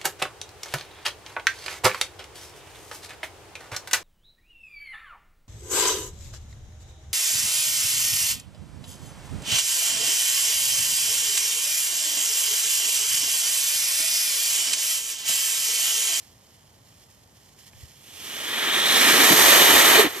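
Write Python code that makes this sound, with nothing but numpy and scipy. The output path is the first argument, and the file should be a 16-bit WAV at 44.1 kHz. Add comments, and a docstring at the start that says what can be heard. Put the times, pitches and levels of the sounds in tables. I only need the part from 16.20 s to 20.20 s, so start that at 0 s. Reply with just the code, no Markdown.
"""Outdoors in the snow: a small homemade rocket motor burns, clamped to a wooden rail.
The fuse fizzes unevenly and the propellant catches. A narrow turbulent hiss swells at the nozzle,
then opens into the wide, even roar of the plume. Uneven burning makes the jet chuff, hardest near
burnout; it then drops to a soft rush. Behind it: a distant rumble and a few puffs of wind."""
import sys
import numpy as np
from scipy import signal
from scipy.fft import rfft, irfft
from scipy.io import wavfile

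SR = 44100
rng = np.random.default_rng(int(sys.argv[2]) if len(sys.argv) > 2 else 0)


def persist_wave(psi):
    """Save psi, clipped to +-1, as 16-bit WAV."""
    counts = np.round(np.clip(psi, -1, 1) * 32767).astype(np.int16)
    wavfile.write(sys.argv[1], SR, np.atleast_2d(counts).T)


N = 176400
TIME_S = np.arange(N) / SR
BINS_HZ = np.maximum(np.arange(N // 2 + 1) * SR / N, 1)

# Distant rumble: freq_hz, gain_db
RUMBLE_SPECTRUM = [(20, -29), (45, -11), (70, -2.5), (110, 0), (200, -7.5), (320, -13), (900, -14),
                   (1500, -22.5), (3000, -31), (14000, -36.5)]
# Rumble, left against right: freq_hz, correlation
RUMBLE_CORRELATION = [(150, 0.93), (550, 0.51), (1600, 0.05)]
# Wind on the microphone: freq_hz, gain_db
WIND_SPECTRUM = [(20, -16), (50, -4), (90, 3.5), (170, -14), (400, -35), (2000, -70)]
# Wind puffs: peak_s, level_db, sigma_s
WIND_PUFFS = [(1.567, -48, .016), (1.64, -44.5, 0.018), (3.25, -41, 0.0097), (3.545, -39.5, 0.028)]

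# Fuse fizz: freq_hz, gain_db
FIZZ_SPECTRUM = [(60, -30), (700, -8), (1400, -14), (1850, 0), (2300, -3.5), (2750, -3.5), (3150, 2.5),
                 (3700, -3), (4500, -2), (5300, 1), (6000, -2.5), (6400, 0), (7600, -1.5), (8300, -6.5),
                 (9300, -1), (10500, -10.5), (11600, -5.5), (13100, -4.5), (14400, -11)]
# Fizz envelope: time_s, relative_db
FIZZ_ENVELOPE = [(0.0, -60), (0.164, -66.5), (0.284, -65), (0.64, -68), (0.676, -63.5), (0.756, -65.5),
                 (0.832, -62.5), (0.876, -68.5), (0.912, -62), (0.956, -66.5), (1.118, -68.5),
                 (1.272, -62.5), (1.362, -68.5), (1.388, -57.5), (1.494, -62.5), (1.514, -66.5),
                 (1.614, -57.5), (1.8, -63)]
# Fuse spits: peak_s, boost_db, sigma_s
FUSE_SPITS = [(.35, 3.5, 0.0065), (.825, 2, 0.0092), (1.037, 3, 0.0066), (1.172, 4, 0.0096),
              (1.476, 4.5, 0.0092), (1.71, 1, 0.0091)]
# Spark pop: start_s, level_db
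FUSE_SPARKS = [(1.5334, -44.5)]

# Chuffs of the burning grain: peak_s, level_db, sigma_s, pitch_hz
GRAIN_CHUFFS = [(2.943, -29.5, 0.012, 364.7), (3.012, -26, 0.026, 310), (3.119, -22.5, 0.018, 300),
                (3.796, -15.5, 0.0082, 360.7), (3.855, -22.5, 0.016, 335.2), (3.972, -41, 0.012, 390)]
# Nozzle resonance: time_s, centre_hz, level_db
NOZZLE_RESONANCE = [(1.8, 3130, -65), (1.92, 3150, -54), (2.08, 3188, -42.5), (2.45, 3420, -29),
                    (2.74, 3650, -22), (3.0, 3724, -31.5), (3.42, 3357, -22), (3.78, 3150, -30),
                    (3.9, 3150, -46)]
# Hiss at the nozzle: freq_hz, gain_db
HISS_SPECTRUM = [(40, -38), (250, -8.5), (700, -10.5), (1200, -19.5), (1450, -27.5), (1850, -12.5),
                 (2300, -8), (2700, -7), (3150, -3.5), (3600, -5), (4000, -9.5), (4550, -8.5), (5400, -7.5),
                 (6300, -6), (7000, -10), (7700, -8.5), (8400, -10), (9300, -6.5), (10200, -13),
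                 (11500, -11.5), (13200, -7), (14400, -19.5)]
# Exhaust hiss envelope: time_s, relative_db
HISS_ENVELOPE = [(1.82, -56.5), (2.06, -42.5), (2.49, -34), (2.77, -24), (3.3, -18.5), (3.76, -21),
                 (3.82, -24), (3.88, -40), (4.0, -38.5)]
# Roaring plume: freq_hz, gain_db
PLUME_SPECTRUM = [(30, -54), (70, -25.5), (150, -13.5), (230, -9), (380, 0), (500, -3), (700, -2),
                  (1000, -3.5), (1300, -0.5), (1480, -4.5), (1680, -1), (1850, 2.5), (2150, -2.5),
                  (2450, -1.5), (2680, -8.5), (2900, -3.5), (3120, -1), (3350, -6), (3650, -2), (4200, -7),
                  (4550, -8), (5100, -12.5), (6300, -8.5), (7200, -11.5), (8600, -10.5), (9300, -10.5),
                  (10200, -14), (11400, -11.5), (13000, -6.5), (14400, -15.5)]
# Exhaust roar envelope: time_s, relative_db
ROAR_ENVELOPE = [(1.82, -73), (2.1, -50.5), (2.42, -35), (3.04, -24), (3.28, -24), (3.29, -22), (3.69, -23),
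                 (3.79, -20.5), (3.88, -33.5), (3.89, -42), (3.95, -40.5), (3.97, -41.5), (4.0, -44.5)]
# Narrow jet's roar against the plume's: freq_hz, gain_db
NARROW_ROAR_TILT = [(60, -9), (150, -2), (220, 1.5), (300, -2), (700, -4.5), (1400, 1.5), (2000, 1.5),
                    (2700, 2.5), (3300, -2), (4200, -1)]

# Nozzle, left over right: freq_hz, balance_db
NOZZLE_BALANCE = [(500, -1.5), (900, 0), (1200, 5.5), (1500, 2), (1830, 2.5), (2200, -1.5), (2680, -4),
                  (3100, 1.5), (3900, -2), (4400, -2), (5000, -7), (5900, -15), (6400, 2), (7050, -10),
                  (7700, -7), (8400, 0.5), (8900, -10), (9400, -32), (10500, -12), (11200, -22),
                  (12100, -9), (14400, -15)]
# Nozzle, left against right: freq_hz, correlation
NOZZLE_CORRELATION = [(400, 0.89), (3800, 0.87), (4600, 0.72), (6300, 0.88), (7100, 0.46), (7600, .72),
                      (8600, 0.68), (9400, .2), (11000, .3), (12200, .62), (14400, .35)]
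# Nozzle, left behind right: freq_hz, lag_rad
NOZZLE_LAG = [(1200, 0.5), (1450, 1.73), (1680, 0.3), (2100, 1.75), (2350, 0.23), (2620, 1.9), (2800, 1),
              (3000, 0.45), (3250, 1), (3850, 1.6), (4200, 0.66), (4650, 2.5), (5300, 1), (6100, 1),
              (6850, 2.4), (7300, .7), (8600, 3), (11700, 1), (14000, 3.5)]
# Plume, left over right: freq_hz, balance_db
PLUME_BALANCE = [(300, -1), (1200, 1), (1800, 1.5), (2600, -2), (3200, 0.5), (4600, -1), (5300, -2),
                 (6400, -1.5), (7200, 1), (8000, -6), (8800, -1.5), (9400, -25), (10600, -7), (11400, -14),
                 (12000, -5), (14400, -11.5)]
# Plume, left against right: freq_hz, correlation
PLUME_CORRELATION = [(400, 0.72), (1400, 0.6), (1850, 0.55), (4000, 1), (4600, .2), (5800, 0.38),
                     (8600, 0.32), (9500, 0.09), (12500, .3)]
# Plume, left behind right: freq_hz, lag_rad
PLUME_LAG = [(1100, -0.8), (1450, 1.8), (1680, 0.22), (2100, 1.27), (2850, 0.46), (3600, 1.5), (4200, 1),
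             (5000, 2), (6000, -0.5), (6800, 1.5), (7500, 0.4), (8600, 3.5), (12000, 0.8)]


def from_db(db):
    """Decibels to gain."""
    return 10 ** (np.asarray(db) / 20)


def unit_rms(x):
    """Scale to rms 1."""
    return x / np.sqrt(np.mean(x ** 2) + 1e-20)


def per_sample(table):
    """Value columns of a time table at every sample."""
    time_s, *columns = np.transpose(table)
    return [np.interp(TIME_S, time_s, column) for column in columns]


def per_bin(table):
    """Frequency table at every bin, on a log axis."""
    freq_hz, values = np.transpose(table)
    return np.interp(np.log(BINS_HZ), np.log(freq_hz), values)


def drift(corner_hz):
    """Low-passed random fluctuation, rms 1."""
    return unit_rms(irfft(rfft(rng.standard_normal(N)) / (1 + (BINS_HZ / corner_hz) ** 2), N))


def swell(peak_s, sigma_s):
    """Gaussian envelope."""
    return np.exp(-.5 * ((TIME_S - peak_s) / sigma_s) ** 2)


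def stereo_noise(gain, correlation=0, balance_db=0, lag_rad=0):
    """Steady noise of given spectrum and stereo image, rms 1."""
    mid, side = rfft(rng.standard_normal((2, N)))
    mid, side = mid * np.sqrt(1 + correlation), side * np.sqrt(1 - correlation)
    ratio = from_db(balance_db)
    pair = np.array([(mid + side) * ratio * np.exp(-1j * lag_rad), mid - side])
    return unit_rms(irfft(pair * gain / np.sqrt(1 + ratio ** 2), N))


def resonant_noise(centre_hz, half_width_hz):
    """Steep-sided noise band, rms 1; the centre may move."""
    phase = 2 * np.pi * np.cumsum(centre_hz * np.ones(N)) / SR
    rolloff = 1 + (BINS_HZ / half_width_hz) ** 4
    in_phase, quadrature = irfft(rfft(rng.standard_normal((2, N))) / rolloff, N)
    return unit_rms(in_phase * np.cos(phase) + quadrature * np.sin(phase))


def nozzle_noise(gain):
    """Turbulence from a small spot at the nozzle."""
    return stereo_noise(gain, per_bin(NOZZLE_CORRELATION), per_bin(NOZZLE_BALANCE), per_bin(NOZZLE_LAG))


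def plume_noise(gain):
    """Turbulence spread along the plume."""
    return stereo_noise(gain, per_bin(PLUME_CORRELATION), per_bin(PLUME_BALANCE), per_bin(PLUME_LAG))


def at_nozzle(mono):
    """Place a mono sound at the nozzle."""
    ratio = from_db(per_bin(NOZZLE_BALANCE))
    pan = np.array([ratio * np.exp(-1j * per_bin(NOZZLE_LAG)), np.ones_like(ratio)])
    return irfft(rfft(mono) * pan * np.sqrt(2 / (1 + ratio ** 2)), N)


def rumble():
    """Steady distant rumble, near mono in the bass."""
    return from_db(-57.5) * stereo_noise(from_db(per_bin(RUMBLE_SPECTRUM)), per_bin(RUMBLE_CORRELATION))


def wind():
    """Short, low puffs brush the microphone."""
    puffs = sum(from_db(db) * swell(peak_s, sigma_s) for peak_s, db, sigma_s in WIND_PUFFS)
    return puffs * stereo_noise(from_db(per_bin(WIND_SPECTRUM)))


def fuse(gain_db=7.5, sputter_db=1.5, spark_decay_s=0.0024):
    """The fuse fizzes with a fine sputter, spits now and then and throws one spark."""
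    spits_db = sum(db * swell(peak_s, sigma_s) for peak_s, db, sigma_s in FUSE_SPITS)
    level_db = gain_db + per_sample(FIZZ_ENVELOPE)[0] + spits_db
    fizz = nozzle_noise(from_db(per_bin(FIZZ_SPECTRUM)))
    sputter = from_db(sputter_db * drift(corner_hz=150))
    pop = sum(from_db(db) * (TIME_S >= start_s) * np.exp(-np.abs(TIME_S - start_s) / spark_decay_s)
              for start_s, db in FUSE_SPARKS)
    spark = pop * resonant_noise(centre_hz=1830, half_width_hz=750 * 2)
    return from_db(level_db) * unit_rms(fizz * sputter) + at_nozzle(spark)


def chuffs():
    """Uneven burning makes the flow throb for a few low, wavering cycles, with a rough puff of gas."""
    waver_hz = 55 * drift(corner_hz=110)
    gas = from_db(-7) * resonant_noise(centre_hz=380, half_width_hz=85)
    pulses = np.zeros(N)
    for peak_s, level_db, sigma_s, pitch_hz in GRAIN_CHUFFS:
        throb = np.sqrt(2) * np.sin(2 * np.pi * np.cumsum(pitch_hz + waver_hz) / SR)
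        pulses += from_db(level_db) * swell(peak_s, sigma_s) * (throb + gas)
    return at_nozzle(pulses)


def nozzle():
    """Gas excites a broad resonance that climbs as pressure builds, then sinks."""
    centre_hz, level_db = per_sample(NOZZLE_RESONANCE)
    return at_nozzle(from_db(level_db) * resonant_noise(centre_hz, half_width_hz=500))


def jet(split_hz=4480, opens_s=3.004, crossfade_s=0.3, surge_db=0.86):
    """Hiss and roar swell as a narrow jet, then open into a wide plume; the flow surges slightly."""
    hiss_db = per_sample(HISS_ENVELOPE)[0]
    roar_db = per_sample(ROAR_ENVELOPE)[0]
    low_share = 1 / (1 + (BINS_HZ / split_hz) ** 16)
    body, treble = from_db(per_bin(PLUME_SPECTRUM)) * np.sqrt([low_share, 1 - low_share])
    narrow_hiss = from_db(hiss_db + 4.5) * nozzle_noise(from_db(per_bin(HISS_SPECTRUM)))
    narrow_roar = from_db(roar_db + 8) * nozzle_noise(body * from_db(per_bin(NARROW_ROAR_TILT)))
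    wide_hiss = from_db(hiss_db + 4) * plume_noise(treble)
    wide_roar = from_db(roar_db + 7.5) * plume_noise(body)
    opened = np.clip(.5 + (TIME_S - opens_s) / crossfade_s, 0, 1)
    flow = np.sqrt(1 - opened) * (narrow_hiss + narrow_roar) + np.sqrt(opened) * (wide_hiss + wide_roar)
    return flow * from_db(surge_db * drift(corner_hz=33))


def scene(ignition_s=1.79, crossfade_s=0.15):
    """The fuse hands over to the motor at ignition, over rumble and wind."""
    lit = np.clip(.5 + (TIME_S - ignition_s) / crossfade_s, 0, 1)
    rocket = np.sqrt(1 - lit) * fuse() + np.sqrt(lit) * (jet() + nozzle()) + chuffs()
    return rocket + rumble() + wind()


def record(dry, low_cut_hz=35, high_cut_hz=14550):
    """Low cut, clip at full scale, steep high cut."""
    low_cut = signal.butter(2, low_cut_hz, "high", fs=SR, output="sos")
    high_cut = signal.cheby1(16, .1, high_cut_hz, fs=SR, output="sos")
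    clipped = np.clip(signal.sosfilt(low_cut, dry), -1, 1)
    return signal.sosfilt(high_cut, clipped)


dry = scene()
out = record(dry)
persist_wave(out)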